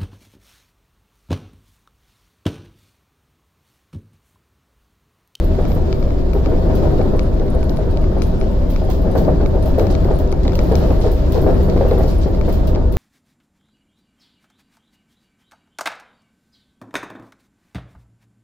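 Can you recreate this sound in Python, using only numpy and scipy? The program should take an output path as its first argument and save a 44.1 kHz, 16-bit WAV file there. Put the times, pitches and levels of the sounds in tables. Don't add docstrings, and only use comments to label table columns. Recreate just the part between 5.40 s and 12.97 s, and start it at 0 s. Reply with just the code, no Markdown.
import sys
import numpy as np
from scipy import signal
from scipy.fft import rfft, irfft, next_fast_len
from scipy.io import wavfile
from scipy.ndimage import uniform_filter1d

SR = 44100
rng = np.random.default_rng(int(sys.argv[2]) if len(sys.argv) > 2 else 0)


def boost_factor(decibels):
    exponent = np.asarray(decibels, float) / 20
    return 10 ** exponent


def materialize(psi):
    bounded = np.clip(np.atleast_2d(psi).T, -1, 1)
    quanta = np.round(bounded * 32767).astype(np.int16)
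    wavfile.write(sys.argv[1], SR, quanta)


N = 333837

# frequency in Hz, level in dB per Hz.
AIR_SPECTRUM = [(1120, 3), (1900, 3.5), (2720, 1), (3810, 2), (5050, -0.5), (6140, -8), (7090, -8),
                (8500, -18), (11000, -61), (18700, -120)]
# frequency in Hz, level in dB per Hz.
FIZZ_SPECTRUM = [(3000, -99), (7000, -35), (8700, -19.5), (10300, -12), (12000, -10), (14500, -10),
                 (16000, -15)]
# frequency in Hz, level in dB per Hz.
SWAY_SPECTRUM = [(8, -25), (18, -1), (30, 0), (42, -2), (54, -30), (90, -130)]
# frequency in Hz, level in dB per Hz.
HUM_SPECTRUM = [(12, -130), (36, -30), (46, -5), (53, -4), (59, 0), (66, -3), (82, -5), (100, -13),
                (125, -40), (200, -130)]
# frequency in Hz, level in dB per Hz.
TYRE_SPECTRUM = [(53, -19), (90, -1), (241, -7.5), (357, -8), (385, -10), (454, -16), (496, -14),
                 (623, -14), (834, -27.5), (900, -22), (1050, -27.5), (1850, -39), (2400, -85),
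                 (4070, -120)]
# frequency in Hz, width in Hz, rise in dB.
PANEL_MODES = [(170, 25, 4), (388, 10, 9), (497, 24, 7), (555, 20, 3), (640, 20, 8), (740, 30, 5),
               (890, 25, 5)]
# time in seconds, beam roughness in dB, cabin shaking in dB.
RIDE_ALONG_BEAM = [(0, -3.5, -0.5), (.34, -2, 0), (.91, -3.5, -2), (1.43, 4, 2), (1.94, -2, -1.5),
                   (2.75, -1.5, -1.5), (3.4, -5, -1), (3.86, 3, -2), (4.2, -1.5, -1.5), (4.64, 2.5, 1.5),
                   (4.95, -3.5, -2), (5.4, 3.5, 4.5), (5.75, -3.5, 0.5), (6.07, 5.5, 2), (6.68, -1, 3),
                   (6.92, -1, 0), (7.25, 0.6, -1), (7.57, -5.5, -6.5)]
# start in seconds, peak in dB, ring in Hz.
WALL_KNOCKS = [(0.185, -10, 498), (1.114, -10.5, 457), (1.431, -8.5, 587), (1.593, -7, 511),
               (2.14, -12.5, 501), (2.386, -12, 617), (2.472, -12, 472), (2.765, -12.5, 534),
               (3.416, -12, 633), (3.645, -13, 633), (3.752, -3, 527), (3.878, -5, 607), (4.381, -4.5, 507),
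               (4.707, -8, 430), (5.313, -5.5, 450), (5.445, -10, 636), (5.638, -7.5, 493),
               (5.95, -6.5, 503), (6.065, -3.5, 538), (6.09, -10.5, 520), (1.452, -9.5, 603),
               (4.685, -10, 555), (4.405, -9.5, 484), (5.975, -12, 437), (6.285, -12, 635),
               (4.025, -13, 597), (1.522, -16, 560), (4.134, -15.5, 600), (4.259, -13.5, 637),
               (6.631, -14, 562), (6.332, -18, 596), (6.408, -7, 537), (6.451, -7, 493), (6.513, -4.5, 496),
               (6.576, -8, 497), (7.078, -9, 493)]
# start in seconds, peak in dB, ring in Hz.
FLOOR_THUDS = [(0.24, -13, 292), (0.3, -15.5, 275), (0.43, -20, 207), (2.3, -15, 280), (3.67, -13.5, 235),
               (1.83, -18, 204), (2.16, -17, 175), (6.04, -9.5, 298), (6.36, -9, 264), (0.359, -13, 356),
               (0.949, -11.5, 412), (1.06, -12.5, 296), (1.257, -13.5, 323), (1.298, -9, 280),
               (1.518, -22, 355), (1.652, -13, 258), (1.735, -10, 393), (1.998, -12.5, 330),
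               (2.251, -19, 386), (2.718, -17, 407), (3.02, -16, 396), (3.484, -11.5, 316),
               (4.003, -9.5, 406), (4.129, -15.5, 342), (4.15, -11, 395), (4.428, -15, 392),
               (4.5, -11.5, 286), (4.65, -13, 363), (4.803, -13, 288), (4.925, -12, 356),
               (5.051, -11.5, 268), (5.189, -10, 337), (5.407, -12.5, 256), (5.506, -7, 288),
               (5.599, -15, 360), (5.658, -6.5, 432), (5.726, -19, 414), (6.088, -15, 410),
               (6.129, -13.5, 265), (6.595, -9.5, 290), (6.63, -14, 300), (6.858, -12, 260),
               (7.357, -12, 335), (7.439, -20, 420)]
# start in seconds, peak in dB, centre in Hz, length in seconds.
TRIM_RUSTLES = [(1.425, -48, 3800, 0.045), (3.765, -41, 4000, 0.05), (5.609, -39.5, 3980, 0.07),
                (5.652, -43.5, 4000, .05), (5.935, -40, 3800, 0.07), (6.63, -44, 5000, .025),
                (6.675, -43, 4500, 0.083), (6.81, -42, 4400, .06), (6.937, -54, 3500, .03),
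                (4.498, -41, 4200, 0.057), (5.029, -45, 4500, 0.033), (7.043, -45, 3480, 0.057),
                (7.083, -42.5, 3200, 0.061)]
# start in seconds, peak in dB, brightness in dB.
LEFT_SNAPS = [(.2523, -31, -16), (.3177, -32, -11), (.5272, -26.5, -8.5), (.6265, -30.5, -16),
              (.7053, -31, -21), (.9332, -28, -17), (1.0595, -25, -18), (1.614, -29, -21),
              (1.7933, -22.5, -14.5), (2.2293, -30, -16), (2.2947, -41, 2), (2.371, -35, -9),
              (2.5722, -32, -10), (2.8195, -24.5, -9), (3.0126, -26, -18), (3.3613, -24.5, -21),
              (3.8496, -42, -3), (4.0602, -25.5, -16), (4.3959, -23.5, -16), (4.4687, -31.5, -10),
              (4.5511, -27.5, -13), (4.8748, -40, -7), (4.9254, -25.5, -13), (5.1208, -29, -16),
              (5.1906, -20, -15.5), (5.3538, -28.5, -1), (6.2987, -30.5, -10), (7.012, -24.5, -18),
              (7.3582, -30, -14)]
# start in seconds, peak in dB, brightness in dB.
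RIGHT_SNAPS = [(.1511, -29, -19), (.8664, -36, -14), (4.6458, -28, -14), (5.0955, -31, -10),
               (6.5799, -36, -4), (6.638, -50, 2), (6.68, -42, 2), (7.097, -31, -16), (7.3495, -29, -8),
               (1.682, -34, -16), (4.917, -38, -2), (5.321, -38, 0), (7.54, -38, -8), (6.412, -42, -3),
               (4.013, -36, -10), (7.4135, -44, -12), (1.9974, -32, -11), (2.0812, -34, -14),
               (2.641, -25, -26), (2.7003, -37, -24), (3.3019, -33, -14), (3.5124, -32, -7),
               (3.9872, -41, -10), (4.2547, -50, -3), (5.036, -43, -3), (5.0517, -25.5, -15),
               (5.079, -24.5, -4), (5.1537, -37, 8), (5.6131, -33, -3), (5.9214, -42, 5),
               (6.3765, -24, -26), (6.5111, -22, -15), (6.9481, -28, -19)]
# start in seconds, peak in dB, lowest mode in Hz, brightness in dB,
# left minus right in dB.
DULL_TAPS = [
    (5.133, -22.5, 1500, -23, 8),
    (5.4385, -19, 1160, -24, -2),
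    (5.505, -19.5, 1120, -22, 2),
]
# start in seconds, peak in dB, 60 dB decay in seconds.
CLIP_PINGS = [(.2129, -42, 0.11), (.7193, -47, 0.031), (1.6242, -45, .13), (1.7654, -44, 0.33),
              (1.8297, -41.5, 0.21), (2.1011, -41, .11), (2.1485, -39, 0.044), (2.2069, -42, .035),
              (2.2383, -38, .09), (2.3645, -39.5, 0.17), (2.5107, -41, 0.044), (2.6165, -43, .035),
              (2.821, -32.5, 0.26), (3.0011, -42, .14), (3.1113, -43, .04), (3.4481, -42, .09),
              (3.713, -39, 0.11), (4.157, -44, 0.038), (4.2237, -33, 0.12), (4.509, -34, 0.096),
              (4.7386, -39, .09), (4.7566, -42, 0.21), (4.918, -36.5, 0.11), (4.581, -52, .035),
              (5.076, -43, 0.032), (5.386, -39, .04), (5.459, -47, .3), (5.602, -38, 0.17),
              (5.662, -42, 0.18), (6.1399, -43, 0.27), (1.94, -46, .05), (2.729, -48, .04),
              (2.783, -46, .05), (2.867, -43, .05), (2.989, -46, .03), (3.902, -51, .04), (4.47, -49, .04),
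              (4.087, -48, .05), (5.319, -36, .06), (6.272, -42, .1), (6.532, -39, .05), (6.71, -41, 0.22),
              (6.783, -39, 0.13)]
# start in seconds, peak in dB, 60 dB decay in seconds.
FITTING_CHATTERS = [(0.042, -38, 0.2), (.28, -44, .3), (.3491, -36, 0.13), (.9363, -41, .3),
                    (1.3518, -33, 0.2), (2.2952, -43, .3), (2.8659, -44, .3), (3.299, -34, 0.35),
                    (3.499, -32.5, 0.39), (3.6157, -45, .3), (3.753, -39, .15), (3.776, -33, 0.43),
                    (4.065, -49, .3), (4.257, -33.5, .3), (4.384, -33, 0.38), (4.786, -33.5, 0.2),
                    (5.128, -49, .2), (5.1527, -35, .25), (5.234, -39, .3), (5.266, -45, .3),
                    (5.355, -35, .3), (5.5159, -44, .3), (5.715, -34, .3), (5.92, -33, 0.36),
                    (6.0153, -35.5, .3), (6.227, -38.5, .25), (6.4812, -41, .3), (6.5834, -37, 0.32),
                    (6.672, -43, 0.45), (7.062, -46, .3), (7.0883, -38, 0.22), (7.124, -33, .3),
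                    (7.271, -32, 0.18), (7.522, -34, 0.18)]
# start in seconds, peak in dB, pitch in Hz, length in seconds.
FITTING_SQUEAKS = [
    (0.276, -48, 13500, 0.068),
    (0.592, -54, 13500, 0.019),
]
# frequency in Hz, side minus mid in dB.
STEREO_SPREAD = [(42, -25), (65, -17), (125, -8), (250, -5.7), (500, -5.2), (1000, -.3), (16000, 0)]
# frequency in Hz, left minus right in dB.
PORT_MISMATCH = [(25, .5), (60, 1), (200, 2), (600, 1.5), (1300, .3), (4400, .8), (9500, 0), (12500, 6),
                 (14500, 11.5), (15600, 8)]

AIR_DB, FIZZ_DB, FIZZ_FOLLOWS = -44.5, -59, 1.6
SWAY_DB, HUM_DB, ROAR_DB = -17.5, -18.5, -19
HUM_GROWS_DB_PER_S, HUM_FOLLOWS = 0.26, 0.066
FLOOR_TOP_HZ, FLOOR_FOLLOWS, WALLS_FOLLOW = 280, 0.79, 0.72
DRONE_HZ, DRONE_WANDER_HZ, DRONE_DB, DRONE_FROM_S, DRONE_RISE_S = 58.3, 1.1, -21, 2.2, 1.2
RING_HZ, RING_SHARE, DULL_HZ, BUZZ_LATE_S = 633, 0.36, 713, 0.0011
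LEFT_HZ, LEFT_PAN_DB, RIGHT_HZ, RIGHT_PAN_DB, TRIM_SPREAD = 2260, 13.5, 2060, -1.5, 0.023
RING_T60_S, MODE_RING, TRIM_TOP_HZ = 0.015, 0.55, 6900
PING_HZ, CHATTER_HZ, TICK_T60_S, SWELL_S = 10600, 14400, 0.017, 0.0022
SOFT_DB, HZ_PER_DB, FRAME_DB, FRAME_PER_DB = -34.5, 103, 3, 2.45


def evened(x):
    return x / np.sqrt(np.mean(x ** 2) + 1e-20)


def smooth_twice(x, size):
    return uniform_filter1d(uniform_filter1d(x, size=size), size=size)


def read(points, hz):
    f, value = np.transpose(points)
    return np.interp(np.log(hz + 1), np.log(f + 1), value)


def level(db, follows, order):
    rows = np.array(RIDE_ALONG_BEAM)
    return boost_factor(db + follows * np.interp(np.arange(N) / SR, rows[:, 0], rows[:, order]))


def add(mix, s, sound):
    part = mix[:, max(round(s * SR), 0):][:, :sound.shape[-1]]
    part += sound[:, :part.shape[1]]


def band(x, hz, width):
    return signal.lfilter(*signal.iirpeak(min(hz, .45 * SR), hz / width, SR), x)


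def twice(x, hz, width, second_hz, second_width):
    return evened(band(band(x, hz, width), second_hz, second_width))


def low_pass(x, order, hz):
    return signal.sosfilt(signal.butter(N=order, Wn=hz, fs=SR, output="sos"), x)


def noise(shape, size, patchy_db, flicker_db, peaks=()):
    frames, hz = 4 * N // size + 5, np.fft.rfftfreq(size, 1 / SR)
    a, b, c, d, patches = rng.standard_normal((frames, len(hz), 5)).T
    patches = evened(uniform_filter1d(uniform_filter1d(patches, size=8, axis=0), size=8, axis=1))
    flicker = evened(uniform_filter1d(rng.standard_normal(frames), size=4))
    db = read(shape, hz) + sum(g / (1 + (2 * (hz - f) / w) ** 2) for f, w, g in peaks)
    side = boost_factor(2 * read(STEREO_SPREAD, hz))
    same = np.clip((1 - side) / (1 + side), -1, 1)[:, None]
    left = a + 1j * b
    right = same * left + np.sqrt(1 - same ** 2) * (c + 1j * d)
    z = np.array([left, right]) * boost_factor(db[:, None] + patchy_db * patches + flicker_db * flicker)
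    return evened(signal.istft(z, nperseg=size, noverlap=size * 3 // 4)[1][:, :N])


def bounded(x):
    swing = smooth_twice((x ** 2).mean(axis=0), 2500)
    return evened(x / (swing + .05) ** .3)


def scattered(rows, hz, spread):
    return [(*row, hz * (1 + spread * u)) for row, u in zip(rows, rng.uniform(-0.79, 1, len(rows)))]


def hiss():
    air = noise(AIR_SPECTRUM, size=1024, patchy_db=1.3, flicker_db=1.2)
    fizz = noise(FIZZ_SPECTRUM, size=256, patchy_db=1, flicker_db=2)
    return level(AIR_DB, 1, order=2) * air + level(FIZZ_DB, FIZZ_FOLLOWS, order=2) * fizz


def car_body():
    sway = bounded(noise(SWAY_SPECTRUM, size=8192, patchy_db=0, flicker_db=0))
    hum = bounded(noise(HUM_SPECTRUM, size=8192, patchy_db=0, flicker_db=0))
    roar = noise(TYRE_SPECTRUM, size=4096, patchy_db=1.2, flicker_db=.4, peaks=PANEL_MODES)
    floor = signal.sosfiltfilt(signal.butter(N=2, Wn=FLOOR_TOP_HZ, fs=SR, output="sos"), roar)
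    walls = roar - floor
    heavy = floor.std() * bounded(floor)
    hum_db = HUM_DB + HUM_GROWS_DB_PER_S * (np.arange(N) - N / 2) / SR
    return (boost_factor(SWAY_DB) * sway
            + level(hum_db, HUM_FOLLOWS, order=1) * hum
            + level(ROAR_DB, WALLS_FOLLOW, order=1) * walls
            + level(ROAR_DB, FLOOR_FOLLOWS, order=1) * heavy)


def drone():
    t = np.arange(N) / SR
    wander, swell = [evened(smooth_twice(u, 5000)) for u in rng.standard_normal((2, N))]
    tone = np.sin(2 * np.pi * np.cumsum(DRONE_HZ + DRONE_WANDER_HZ * wander) / SR)
    rise = np.clip((t - DRONE_FROM_S) / DRONE_RISE_S, 0, 1)
    return boost_factor(DRONE_DB + 3.4 * swell) * rise * tone


def bumps():
    shared, *apart = rng.standard_normal((3, N))
    shudder = shared + .7 * np.array(apart)
    panels = sum(band(shudder, f, 2 * w) for f, w, _ in PANEL_MODES[:-1])
    body = evened(panels) + 2.09 * evened(band(shudder, 397, 140))
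    buzz = twice(rng.standard_normal((2, N)), 1350, 900, 1350, 900)
    knocks, power, t = np.zeros((1, N)), np.zeros((1, N)), np.arange(6000) / SR
    for s, db, hz in list(WALL_KNOCKS) + list(FLOOR_THUDS):
        ring = np.sin(2 * np.pi * hz * t) + RING_SHARE * np.sin(2 * np.pi * RING_HZ * t)
        add(knocks, s, boost_factor(db - 6.5 - 60 * t / 0.1)[None] * ring)
        add(power, s, boost_factor(db - 15.5 - 60 * t / 0.25)[None] ** 2 * np.minimum(t / 0.0026, 1))
    dulled = low_pass(knocks + np.sqrt(power) * body, 3, DULL_HZ)
    slow = np.exp(-1 / (BUZZ_LATE_S * SR))
    lining_power = signal.lfilter([1 - slow], [1, -slow], power)
    return dulled + boost_factor(-15.0) * np.sqrt(lining_power) * buzz


def rustles():
    out = np.zeros((2, N))
    for s, db, hz, length in TRIM_RUSTLES:
        u = np.arange(6000) / (length * SR)
        grain = boost_factor(3 * evened(uniform_filter1d(rng.standard_normal(len(u)), size=60)))
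        scrape = band(band(rng.standard_normal((2, len(u))), hz, 2600), hz, 3500)
        rub = evened(scrape * grain)
        add(out, s, boost_factor(db) * rub * np.minimum(u / .12, 1) * np.exp(-1.6 * u ** 2))
    return out


def ticks():
    out, t = np.zeros((2, N)), np.arange(2400) / SR
    impulse = 1. * (np.arange(len(t)) == 30)
    click = band(band(impulse, 3600, 5000), 3600, 5000)
    click = click / abs(click).max()
    grip = t / .0008 * np.exp(1 - t / .0008)
    left = [(s, db, hz, b, LEFT_PAN_DB) for s, db, b, hz in scattered(LEFT_SNAPS, LEFT_HZ, TRIM_SPREAD)]
    right = [(s, db, hz, b, RIGHT_PAN_DB) for s, db, b, hz in scattered(RIGHT_SNAPS, RIGHT_HZ, TRIM_SPREAD)]
    for s, db, hz, bright_db, pan_db in left + right + list(DULL_TAPS):
        crack = twice(rng.standard_normal(len(t)), 4300, 3600, 4200, 3400)
        crack = crack / np.sqrt((grip * crack ** 2).sum() / grip.sum())
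        mode = np.sin(2 * np.pi * hz * t)
        body = 1.3 * np.sin(2 * np.pi * .55 * hz * t) + .45 * np.sin(2 * np.pi * 2.3 * hz * t)
        snap = grip * (0.5 * mode + 2.3 * boost_factor(bright_db) * crack + 0.7 * body)
        snap = snap + MODE_RING * np.minimum(t / 0.0047, 1) * boost_factor(-60 * t / RING_T60_S) * mode
        snap = snap + 3.0 * boost_factor(.6 * bright_db) * click
        walls = evened(band(rng.standard_normal((2, len(t))), 3200, 3000)) * boost_factor(-22 - 60 * t / .08)
        late = np.pad(snap, (4, 0))[:len(t)]
        pair = np.array([snap, late]) * boost_factor([[pan_db / 2], [-pan_db / 2]])
        add(out, s - .0002, boost_factor(db - 4.0) * (pair + walls))
    return low_pass(out, 6, TRIM_TOP_HZ)


def rattles():
    out, t = np.zeros((2, N)), np.arange(6000) / SR
    pings = [(*row, PING_HZ) for row in CLIP_PINGS]
    chatters = [(s, db, t60, CHATTER_HZ + HZ_PER_DB * (db - SOFT_DB)) for s, db, t60 in FITTING_CHATTERS]
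    for s, db, t60, hz in pings + chatters:
        contacts = rng.standard_normal((2, len(t)))
        chatter = boost_factor(1.3 * evened(uniform_filter1d(rng.standard_normal(len(t)), size=90)))
        wide = twice(contacts, 12500, 5700, 13200, 6400)
        first = twice(contacts, PING_HZ, 1600, PING_HZ, 2400) + .6 * wide
        colour = first if hz == PING_HZ else twice(contacts, hz, 3200, hz, 4000) + wide
        frame_db = FRAME_DB + FRAME_PER_DB * (db - SOFT_DB)
        frame = boost_factor(frame_db) * twice(contacts, 4400, 3500, 3000, 3200)
        swell = 0.43 + 0.52 * np.minimum(t / SWELL_S, 1)
        tail = 0.65 * chatter * boost_factor(-60 * t / np.clip(t60, .03, .45)) * swell
        tick = (0.9 * first + 0.6 * colour) * boost_factor(-60 * t / TICK_T60_S)
        behind = frame * tail * np.minimum(t / 0.0017, 1)
        sound = tick + colour * tail + behind
        add(out, s, boost_factor(db - 11.0) * sound * np.minimum(t / 0.00059, 1))
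    return out


def squeaks():
    out, t = np.zeros((2, N)), np.arange(6000) / SR
    for s, db, hz, length in FITTING_SQUEAKS:
        slips = .7 + .3 * np.cos(2 * np.pi * 75 * t)
        rub = twice(rng.standard_normal((2, len(t))), hz, 400, hz, 500) * slips
        add(out, s, boost_factor(db - 60 * np.maximum(t - length, 0) / 0.055) * rub)
    return out


def scene():
    return hiss() + car_body() + drone() + bumps() + rustles() + ticks() + rattles() + squeaks()


def top_cut(x):
    return signal.sosfilt(signal.butter(12, 15770, fs=SR, output="sos"), x)


def record(dry):
    size = next_fast_len(N)
    hz = np.fft.rfftfreq(size, 1 / SR)
    ports = boost_factor(np.multiply.outer([.5, -.5], read(PORT_MISMATCH, hz))) * (hz < 15850)
    limited = 1.2 * np.tanh(dry / 1.2)
    mix = irfft(rfft(limited, size) * ports, size)[:, :N]
    return top_cut(mix)


dry = scene()
out = record(dry)
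materialize(out)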